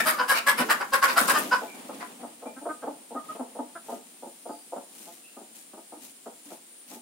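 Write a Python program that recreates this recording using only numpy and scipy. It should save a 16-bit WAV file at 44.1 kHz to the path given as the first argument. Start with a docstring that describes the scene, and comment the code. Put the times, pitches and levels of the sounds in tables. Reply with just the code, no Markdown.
"""Hens scuffle in a wire pen under a tin roof, with harsh squawks, wing beats and feet in the litter.
Then one hen settles into low double clucks while another answers with soft pitched notes.
The voices are pulses of air ringing in the throat; feathers and litter are crackling noise.
The shed adds a short echo. Outside, insects hiss with their wings and small birds chirp faintly."""
import sys
import numpy as np
from scipy import signal
from scipy.fft import rfft, irfft, next_fast_len
from scipy.io import wavfile

SR = 44100
rng = np.random.default_rng(int(sys.argv[2]) if len(sys.argv) > 2 else 0)


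def unload_wav(signal):
    """Save mono or channel-first audio to the path in sys.argv[1] as 16-bit WAV at rate SR, clipped to [-1, 1]."""
    wavfile.write(
        sys.argv[1],
        SR,
        np.round(np.clip(np.atleast_2d(signal).T, -1, 1) * 32767).astype(np.int16),
    )


N = 309141
TIME = np.arange(N) / SR

# How alike the two ears hear noise. Each row: frequency in Hz, likeness from 0 to 1.
EAR_LIKENESS = [(150, 1), (350, 0.73), (700, 0.31), (1400, 0), (4000, 0.057), (16000, 0)]
# Squawks. Each row: start and length in seconds, peak time as a share of the length, pitch in Hz,
# pitch fall as a share, second and third harmonic in dB, roughness from 0 to 1, relative level in dB.
SQUAWKS = [(0.0, 0.013, 0.21, 675, -0.054, -8, -1, 0.17, -26.5),
           (0.05, 0.064, .5, 636, 0.0085, -1, -5, 0.44, -23),
           (0.112, 0.084, .3, 593, 0.15, 9, -12, 0.42, -38.5),
           (.178, 0.057, 0.45, 490.7, 0.055, 3.5, 1.5, 0.77, -24.5),
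           (.273, 0.066, .6, 543.8, 0.031, -10, 3, 0.67, -23.5),
           (0.347, 0.037, 0.46, 685, 0.066, -16, -16, 0.69, -27.5),
           (0.458, 0.057, 0.53, 562, -.02, -4, 7.5, 0.65, -22.5),
           (0.571, 0.048, 0.62, 495.6, -0.06, -5.5, -6, 0.38, -26),
           (.683, 0.044, 0.63, 588.8, -0.035, -8, -4.5, 0.61, -22.5),
           (0.797, 0.039, 0.57, 494, -0.0018, -5, -8.5, 0.78, -29),
           (.918, 0.038, 0.72, 538.3, 0.028, 3, -2, 0.47, -22),
           (1.013, 0.046, .52, 545, .02, 7.5, -5.5, .6, -22),
           (1.073, 0.045, 0.53, 499.3, 0.057, 0.5, -11, 0.84, -28),
           (1.158, .04, .55, 669.7, 0.039, 3.5, -10.5, 0.55, -19.5),
           (1.275, .049, 0.56, 541, 0.015, 1, -0.5, 0.71, -21.5),
           (1.337, 0.048, 0.52, 602, 0.012, -3, -10.5, 0.61, -22),
           (1.507, 0.053, 0.45, 499.7, -0.014, 7, 8, 0.54, -23.5)]
# Wing strokes and feathers brushing the wire. 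Each row: start and length in seconds,
# then relative level, bass, upper middle and treble, all in dB.
WING_STROKES = [(0.0, 0.018, -19.5, -27, -4, -9.5), (.055, 0.069, -21, -3, 1, 3.5),
                (0.279, 0.072, -22.5, -10, 0, 1), (0.342, 0.058, -23.5, -15, 0, -5.5),
                (0.464, 0.059, -20, -3.5, 7.5, 7), (0.57, 0.064, -25.5, -13, -6, -4.5),
                (0.693, 0.048, -21.5, -0.5, -2, -4.5), (0.798, 0.038, -32, 6, -16, -17),
                (0.926, 0.045, -23.5, 12, 2.5, 4), (1.019, 0.055, -21, -0.5, 0, -2.5),
                (1.071, 0.065, -28.5, -8.5, 0.5, -7), (1.167, .043, -21, -5, 5.5, 5.5),
                (1.192, 0.049, -23.5, 14.5, 3, 6.5), (1.275, 0.05, -19, 17, 7.5, 9),
                (1.369, 0.046, -27, 23, 3.5, 9.5), (1.512, 0.061, -31.5, 8, 3.5, -2.5),
                (2, 0.04, -36.5, -2, -18, -32)]
# Wing tips clapping. Each row: start in seconds, relative level in dB.
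WING_CLAPS = [(0.707, -13.5), (.937, -16), (1.033, -15), (1.176, -13), (1.3, -14.5)]
# The scuffle dying away. Each row: time in seconds, treading level in dB, rustling level in dB.
LITTER_STIR = [(0, -38, -35.5), (.4, -51, -56), (.68, -39.5, -43), (.88, -51, -52.5), (1.1, -43.5, -40),
               (1.35, -32.5, -32.5), (1.52, -41, -47), (1.7, -46, -52.5), (2.0, -46.5, -54.5),
               (2.35, -56, -63.5), (3.6, -58, -69), (4.25, -64.5, -59.5), (7.0, -72, -68)]
# A hen lands on the floor. One row: start and length in seconds, thud level in dB.
LANDING = (0.591, 0.053, -29)
# Feet raking the litter. Each row: start and length in seconds, scratch and thud levels in dB.
FOOT_RAKES = [(3.232, 0.16, -58, -53), (3.828, 0.17, -53.5, -54.5), (4.88, 0.34, -52, -61.5),
              (5.531, 0.12, -52, -65), (5.997, .13, -49, -60), (6.44, 0.15, -51.5, -54.5),
              (6.868, 0.13, -47, -54.5)]
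# Insect choruses. Each row: frequency and width in Hz, level in dB.
INSECT_CHORUSES = [(7260, 400, -64), (8330, 1300, -62), (9260, 950, -57)]
# Cluck syllables, mostly in pairs. Each row: time in seconds, pops per second,
# then the relative levels of chest, upper throat and whole syllable in dB.
CLUCKS = [(0.605, 229, 4, -4, -30.5), (1.619, 228, -4.5, 1, -27), (1.891, 230.3, -3, 3.5, -28.5),
          (2.197, 218, 2, -14, -38), (2.229, 241.7, 0, 0, -28.5), (2.424, 211.5, -11, -2, -33),
          (2.458, 239.4, -1.5, -3, -27), (2.616, 226.5, 3.5, -8, -34), (2.657, 252.8, -10, 2.5, -23),
          (2.831, 228, -3, 5, -26), (2.871, 241, -3.5, -2, -22.5), (3.109, 206.4, -1, -13, -32),
          (3.148, 247.2, 2, 1, -24), (3.353, 206.6, -11, 2, -33.5), (3.395, 246.3, 1, 0.5, -23.5),
          (3.552, 206, -6.5, -7, -30.5), (3.588, 242.4, 0.5, -0.5, -24), (3.888, 206.8, -3, -2, -27),
          (3.924, 231.4, -0.5, -6, -26), (4.226, 190, -1.5, -5, -31), (4.259, 212.6, 4, -9, -36),
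          (4.456, 172, -9, -6, -30.5), (4.493, 195.6, 0.5, -1, -26.5), (4.725, 184.3, -12, -7, -25.5),
          (4.762, 188.8, 1, 1.5, -28), (5.071, 179, 4, 0, -39), (5.369, 180.2, 3.5, 2.5, -36.5),
          (5.404, 199, 7, -5, -37.5), (5.735, 180.6, 4, 5, -38.5), (5.77, 202, 5, 1, -38),
          (5.924, 185.7, 1.5, -0.5, -34.5), (5.959, 207.5, 7, 5, -45), (6.263, 179, -0.5, 2.5, -30.5),
          (6.507, 181, 0, 0.5, -33.5), (6.915, 193.7, 6, 3, -39), (6.953, 203, 7, -7, -38.5)]
# Hums and far chirps. Each row: start and length in seconds, first and last pitch in Hz,
# relative level in dB.
MURMURS = [(.635, 0.049, 366, 493, -37.5), (5.505, 0.033, 234, 252, -54.5), (6.008, 0.033, 253, 241, -49.5),
           (6.452, 0.05, 310, 270, -53)]
BIRD_CHIRPS = [(1.662, 0.076, 2356, 2260, -56), (2.45, 0.032, 2340, 2360, -59),
               (4.44, 0.204, 4810, 4730, -65), (5.215, 0.096, 2720, 2680, -61.5)]
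# Air pushed by a wing. Each row: start and length in seconds, level in dB.
AIR_PUFFS = [(0.912, 0.044, -55)]
# Soft answers. Each row: start and length in seconds, pitch and beak resonance in Hz,
# chest level and relative note level in dB.
SOFT_NOTES = [(2.561, .04, 261, 1560, 15, -43.5), (2.685, 0.043, 311.6, 1290, 6.5, -33.5),
              (2.819, 0.026, 319, 1540, 9, -45.5), (3.75, 0.031, 337, 1670, -1, -38)]
# High notes. Each row: start and length in seconds, pitch in Hz, first harmonic and note level in dB.
PEEPS = [(3.156, 0.051, 617, -28, -33), (3.283, 0.047, 625, -14, -34)]
# Resonances (tones at which a thing rings) of the throat, the wire pen and the boarded corner where
# the hen sits. Each row: frequency and width in Hz, relative level in dB.
OPEN_THROAT = [(500, 140, 1.5), (1074, 450, 8), (1640, 490, 6), (2010, 460, -2.5), (2920, 490, -7),
               (3830, 280, -12), (4900, 330, -5)]
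CLUCK_THROAT = [(450, 160, 0.046), (688, 240, 1), (911, 119, -1.1)]
SOFT_THROAT = [(650, 270, 1.5), (1050, 100, 0), (1260, 110, 6), (1570, 140, 0.5)]
PEN_RESONANCES = [(1018, 20, -8), (1101, 24, -6.5), (1366, 23, -8), (1718, 20, -5), (2276, 22, -3),
                  (2670, 22, -2), (2940, 40, -6.5)]
CORNER_RESONANCES = [(249, 23.5, -1.5), (297.5, 15, 0.5), (344, 30, -3), (493, 43, -7), (567, 22, -5),
                     (629, 9.9, -4), (686, 21, -1.5), (796, 24, -14), (860.4, 25, 1.5), (932, 16.6, 0.5),
                     (1030, 35, -2), (1234, 28, 3.5), (1366, 23, -5.5)]
# The tone colour of each noise. Each row: frequency in Hz, relative level in dB.
FEATHER_SPECTRUM = [(60, -43), (150, -36), (250, -11), (700, -3), (1800, 7.5), (3300, -2), (5000, -0.5),
                    (6300, -6.5), (9000, 3), (11500, 0.5), (13000, -2), (16000, -5.5)]
CLAP_SPECTRUM = [(100, -38), (400, -16), (1000, -1), (1500, 14), (2400, -2.5), (3500, -15.5), (5000, -15.5),
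                 (6500, -22), (9000, -4.5), (16000, -24)]
TREAD_SPECTRUM = [(40, -47.5), (100, -46.5), (160, -12.5), (240, 0.5), (400, -9), (800, -8), (1500, -18),
                  (3000, -18), (16000, -45)]
RUSTLE_SPECTRUM = [(100, -27), (500, -20), (1500, -9.5), (2500, -4), (5000, -4), (6300, -0.5), (9000, -1),
                   (12000, -1.5), (16000, -4.5)]
AIR_SPECTRUM = [(30, -40), (90, -29.5), (160, -4.5), (250, 6.5), (420, 0), (800, -4), (1500, -5),
                (3000, -2.5), (5000, -4.5), (5700, -5.5), (10500, -2.5), (13000, -9), (16000, -4)]


def from_db(db):
    """Turn decibels into a gain."""
    return 10 ** (np.asarray(db) / 20)


def rms_one(x):
    """Scale a sound to an average strength (rms) of 1."""
    return x / np.sqrt(np.mean(x ** 2) + 1e-20)


def add(track, start_s, sound):
    """Mix a sound into a track."""
    start = max(round(start_s * SR), 0)
    track[..., start:start + sound.shape[-1]] += sound[..., :N - start]


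def at_hz(points, hz):
    """Read between the points of a curve, on a log-frequency axis."""
    knots, values = np.transpose(points)
    return np.interp(np.log(hz + 1), np.log(knots), values)


def keep_band(x, hz, kind, order=2):
    """Keep what is below hz ("low") or above it ("high")."""
    return signal.sosfilt(signal.butter(order, hz, kind, fs=SR, output="sos"), x)


def drift(per_s, size):
    """A random wander of about 1 either way, turning per_s times a second."""
    return np.interp(np.arange(size) * per_s / SR, np.arange(size), rng.standard_normal(size))


def resonate(x, modes):
    """Ring several resonances side by side and sum them with alternating signs."""
    out = 0
    for k, (hz, width, db) in enumerate(modes):
        r = np.exp(-np.pi * width / SR)
        poles = [1, -2 * r * np.cos(2 * np.pi * hz / SR), r * r]
        out = out + (-1) ** k * from_db(db) * (1 - r * r) / 2 * signal.lfilter([1, 0, -1], poles, x)
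    return out


def swell(length_s, sharpness, crest=0.46):
    """Rise to 1 and fall again, peaking at the share crest of the length."""
    share = np.linspace(0, 1, round(length_s * SR), endpoint=False)
    return np.sin(np.pi * np.interp(share, [0, crest, 1], [0, .5, 1])) ** sharpness


def stereo_noise(spectrum, size=N, ripple_db=0.0, ripple_step_hz=180):
    """Coloured noise, alike in both ears only in the bass; ripple adds random resonances."""
    padded = next_fast_len(size)
    hz = np.fft.rfftfreq(padded, 1 / SR)
    mid, side = rfft(rng.standard_normal((2, padded)))
    alike = at_hz(EAR_LIKENESS, hz)
    both = np.sqrt(1 + alike) * mid + np.sqrt(1 - alike) * side * [[1], [-1]]
    ripple = np.interp(hz / ripple_step_hz, np.arange(len(hz)), rng.standard_normal(len(hz)))
    colour = from_db(at_hz(spectrum, hz) + ripple_db * ripple)
    return rms_one(irfft(both * colour, padded)[:, :size])


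def crackle(size, per_s, spread_db):
    """A loudness curve made of many tiny, uneven snaps."""
    hits = rng.random(size) < per_s / SR
    snaps = hits * from_db(spread_db * np.minimum(rng.exponential(1, size), 3))
    energy = signal.lfilter([1], [1, -np.exp(-1 / (.0005 * SR))], snaps ** 2)
    return rms_one(np.sqrt(energy + .3))


def shed(x, early_db, tail_db, early_t60=0.22, tail_t60=0.46, echo_db=-16, echo_s=0.034):
    """Near boards and ground scatter the sound, the far wall echoes, a tail hangs under the roof."""
    t = TIME[:SR // 2]
    walls = [(100, 0), (1500, 3.0), (5000, -4.5), (16000, -9.5)]  # Hz, dB
    # a t60 is the seconds it takes to fade by 60 dB
    early = from_db(early_db - 60 * t / early_t60) / np.sqrt(early_t60)
    tail = from_db(tail_db - 60 * t / tail_t60) / np.sqrt(tail_t60)
    response = stereo_noise(walls, len(t)) * np.hypot(early, tail) * (t > .002) * np.sqrt(5.1 / SR)
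    response[:, 0] += 1  # the direct sound
    response[:, round(echo_s * SR)] += from_db(echo_db)
    return signal.fftconvolve(np.atleast_2d(x), response, axes=1)


def voice_box(size, pitch_hz, jitter, doubling, rasp, arch):
    """Membranes pulse on an arched pitch, strong and weak in turn, each letting out a jet of noise."""
    bend = arch * (np.sin(np.linspace(0, np.pi, size)) - np.pi / 4)
    phase = 2 * np.pi * np.cumsum(pitch_hz * (1 + bend + jitter * drift(585, size))) / SR
    pulses = np.cos(np.arange(1, 20)[:, None] * phase).sum(axis=0)
    pulses *= 1 + doubling * np.cos(phase / 2)
    jet = rng.standard_normal(size) * (1 + np.cos(phase))
    return rms_one(pulses) + rasp * rms_one(jet)


def harmonics(hz, levels_db, jitter):
    """Pure tones at whole multiples of a slightly unsteady pitch."""
    phase = 2 * np.pi * np.cumsum(hz * (1 + jitter * drift(400, len(hz)))) / SR
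    return sum(from_db(db) * np.sin(k * phase + rng.uniform(0, 2 * np.pi))
               for k, db in enumerate(levels_db, 1))


def squawks(gain_db=-1.3):
    """Short forced cries: a hoarse rasp, with clear tones breaking out at the height of the push."""
    out = np.zeros((2, N))
    for start, length, crest, pitch_hz, fall, second_db, third_db, rough, db in SQUAWKS:
        effort = swell(length, sharpness=1.09, crest=crest)
        size = len(effort)
        hz = pitch_hz * (1 + fall * np.linspace(.5, -.5, size) + .05 * (effort - .75))
        source = voice_box(size, hz, jitter=0.075 * rough, doubling=0.58 * rough,
                           rasp=2.0 * rough, arch=0.02)
        hoarse = effort * rms_one(keep_band(resonate(source, OPEN_THROAT), 560, "high"))
        clear = effort ** 1.8 * harmonics(hz, [-13, second_db, third_db], jitter=0.034 * rough)
        # the hen is on the run, so every cry meets different reflections
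        heard = shed(hoarse, early_db=0, tail_db=-23.5) + shed(clear, early_db=-8.5, tail_db=-25)
        add(out, start, from_db(db + gain_db) * heard)
    return out


def feather_rattle(x):
    """Feather shafts snap in the middle range while their vanes crackle in the treble."""
    low = keep_band(x, 3500, "low", order=1)
    shafts = crackle(x.shape[-1], per_s=900, spread_db=3)
    vanes = crackle(x.shape[-1], per_s=700, spread_db=3.4)
    return keep_band(low * shafts + (x - low) * vanes, 150, "high", order=4)


def wings(gain_db=-0.6, shade_db=-11, clap_rise_s=0.0047, clap_decay_s=0.01):
    """Each stroke swishes through the feathers; the hardest end in a dry clap of the wing tips."""
    out = np.zeros((2, N))
    for start, length, db, bass_db, middle_db, treble_db in WING_STROKES:
        speed = swell(length, sharpness=0.72, crest=0.44)
        tone = [(450, bass_db), (1300, 0), (2800, middle_db), (5000, middle_db), (9000, treble_db)]
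        colour = [(hz, level + at_hz(tone, hz)) for hz, level in FEATHER_SPECTRUM]
        quills = stereo_noise(colour, len(speed), ripple_db=4.5)  # new resonances on every stroke
        swish = from_db(db + gain_db) * speed * feather_rattle(quills)
        add(out, start, shed(swish, early_db=-3, tail_db=-11.5))
    t = TIME[:SR // 20]
    slap = np.minimum(t / clap_rise_s, 1) * np.exp(-t / clap_decay_s)
    for start, db in WING_CLAPS:
        clap = keep_band(slap * stereo_noise(CLAP_SPECTRUM, len(t)), 200, "high")
        add(out, start, shed(from_db(db) * clap, early_db=-9, tail_db=-14))
    # the treble is beamed to the left, so the right side is duller
    left, right = out
    dull = keep_band(right, 5140, "low", order=1)
    shade = from_db(shade_db)
    return np.array([left, shade * right + (1 - shade) * dull])


def pen(x, travel_s=.009):
    """The pen rings a moment after the loud scuffle."""
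    out = x.copy()
    add(out, travel_s, sum(resonate(x, [mode]) for mode in PEN_RESONANCES))
    return out


def litter():
    """Feet tread dully and rustle the dry litter, with one landing and single rakes on top."""
    times, tread_db, rustle_db = np.transpose(LITTER_STIR)
    tread = from_db(np.interp(TIME, times, tread_db))
    scratch = from_db(np.interp(TIME, times, rustle_db))
    start, length, thud_db = LANDING
    add(tread, start, from_db(thud_db) * swell(length, sharpness=0.95))
    for start, length, scratch_db, thud_db in FOOT_RAKES:
        push = swell(length, sharpness=1)
        catching = from_db(drift(147, len(push)))  # the claws catch and slip
        add(scratch, start, from_db(scratch_db) * push * catching)
        add(tread, start, from_db(thud_db) * push)
    thuds = tread * from_db(2.0 * drift(50, N)) * stereo_noise(TREAD_SPECTRUM)
    rustle = scratch * crackle(N, per_s=900, spread_db=3.2) * stereo_noise(RUSTLE_SPECTRUM)
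    return thuds + rustle * from_db([[2.5], [-1]])  # louder on the left


def insect_buzz(size, hz, width_hz):
    """The narrow, noisy ring of an insect's wings, a little to the left."""
    mode = [(hz, width_hz, 0)]
    ring = resonate(resonate(rng.standard_normal((2, size)), mode), mode)
    return rms_one(ring) * from_db([[1.1], [-1.1]])


def outdoors(air_db=-53.5, nearest_db=-57.5):
    """Still air, choruses of shrill insects and the short phrases of the nearest one."""
    out = from_db(air_db) * stereo_noise(AIR_SPECTRUM)
    for hz, width, db in INSECT_CHORUSES:
        out += insect_buzz(N, hz, width) * from_db(db + 2.4 * drift(8.4, N))
    phrase = swell(.33, sharpness=0.14)
    for start in np.arange(1.8, 7, .37):
        hz = 9250 + 180 * rng.standard_normal()
        buzz = phrase * insect_buzz(len(phrase), hz, width_hz=480)
        add(out, start, buzz * from_db(nearest_db + 2.2 * drift(60, len(phrase))))
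    return out


def clucks(length_s=0.02806, lead_s=0.005474, fall=.2, unevenness=.13, gain_db=-15.0, corner_db=2):
    """A few uneven pops in the closed throat slow down as the push of air ends; the corner rings on."""
    out = np.zeros((2, N))
    effort = swell(length_s, sharpness=0.55)
    size = len(effort)
    for time, pulse_hz, chest_db, upper_db, db in CLUCKS:
        stretch = np.exp(0.037 * rng.standard_normal())  # the neck is never held twice alike
        pop_hz = pulse_hz * np.exp(np.linspace(fall, -fall, size) + unevenness * drift(299, size))
        cycles = np.cumsum(pop_hz) / SR + rng.random()
        pops = np.diff(np.floor(cycles), prepend=0) * from_db(3.2 * drift(408, size))  # one a cycle
        source = np.pad(effort * (pops + .014 * rng.standard_normal(size)), (0, size))
        throat = [(hz * stretch, width, level) for hz, width, level in CLUCK_THROAT]
        voice = resonate(source, [(265, 90, chest_db)] + throat + [(1240, 620, upper_db - 10.0)])
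        voice = keep_band(voice, 1155, "low", order=4)
        voice = rms_one(keep_band(voice, 204, "high", order=6))
        add(out, time - lead_s, shed(from_db(db + gain_db) * voice, early_db=-5, tail_db=-12))
    ringing = sum(resonate(out, [mode]) for mode in CORNER_RESONANCES)
    return from_db(-1.5) * out + from_db(corner_db) * ringing


def glides(rows, waver, flutter_db, sharpness):
    """Nearly pure sliding notes with a fast quaver."""
    out = np.zeros(N)
    for start, length, start_hz, end_hz, db in rows:
        shape = swell(length, sharpness)
        size = len(shape)
        hz = np.linspace(start_hz, end_hz, size) * (1 + waver * drift(350, size))
        tone = np.sin(2 * np.pi * np.cumsum(hz) / SR)
        add(out, start, from_db(db + flutter_db * drift(97, size)) * shape * tone)
    return out


def murmurs():
    """A hen hums low between her clucks, with her beak shut."""
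    hums = glides(MURMURS, waver=0.049, flutter_db=1.5, sharpness=0.96)
    return shed(hums, early_db=-3.5, tail_db=-3.0)[:, :N]


def wing_puff():
    """Air pushed by a wing arrives as a low thud."""
    gust = np.zeros(N)
    for start, length, db in AIR_PUFFS:
        add(gust, start, from_db(db) * swell(length, sharpness=1))
    return gust * rms_one(keep_band(rng.standard_normal((2, N)), 60, "low"))


def birds(gain_db=-3):
    """Thin whistles from far off, blurred by a quaver and by reflections on the way."""
    song = glides(BIRD_CHIRPS, waver=.036, flutter_db=2.5, sharpness=1)
    return from_db(gain_db) * shed(song, early_db=11.5, tail_db=11)[:, :N]


def soft_notes(gain_db=1.0):
    """Little hoarse notes through a nearly closed beak; the pitch rises and sinks with the push."""
    out = np.zeros((2, N))
    for start, length, pitch_hz, beak_hz, chest_db, db in SOFT_NOTES:
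        effort = swell(length, sharpness=0.85)
        source = voice_box(len(effort), pitch_hz, jitter=0.03, doubling=0.12, rasp=0.66, arch=0.057)
        throat = resonate(source, SOFT_THROAT + [(280, 110, chest_db)])
        voice = throat + resonate(throat, [(beak_hz, 200, 3)])
        note = rms_one(keep_band(keep_band(voice, 2100, "low", order=6), 150, "high"))
        heard = shed(effort * note, early_db=-7, tail_db=-17, early_t60=.12, echo_db=-22)
        add(out, start, from_db(db + gain_db) * heard)
    return out


def peeps(arch=.045):
    """High, clean notes carried by the second harmonic, at twice the pitch."""
    out = np.zeros((2, N))
    for start, length, pitch_hz, first_db, db in PEEPS:
        effort = swell(length, sharpness=1.35)
        hz = pitch_hz * (1 + arch * (effort - effort.mean()))
        voice = rms_one(harmonics(hz, [first_db, 0, -26], jitter=.017))
        add(out, start, from_db(db) * shed(effort * voice, early_db=-8.5, tail_db=-28, echo_db=-28))
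    return out


def scene():
    """The hens sound inside the shed, a little to the left, over the quiet outdoors."""
    leftward = from_db([[.3], [-.3]])
    talk = (clucks() + soft_notes() + peeps() + murmurs()) * leftward
    scuffle = pen(squawks() * leftward + wings())
    return scuffle + talk + litter() + wing_puff() + birds() + outdoors()


def record(dry):
    """The treble above 15750 Hz is cut steeply."""
    return signal.sosfilt(signal.ellip(12, .1, 90, 15750, fs=SR, output="sos"), dry)


dry = scene()
out = record(dry)
unload_wav(out)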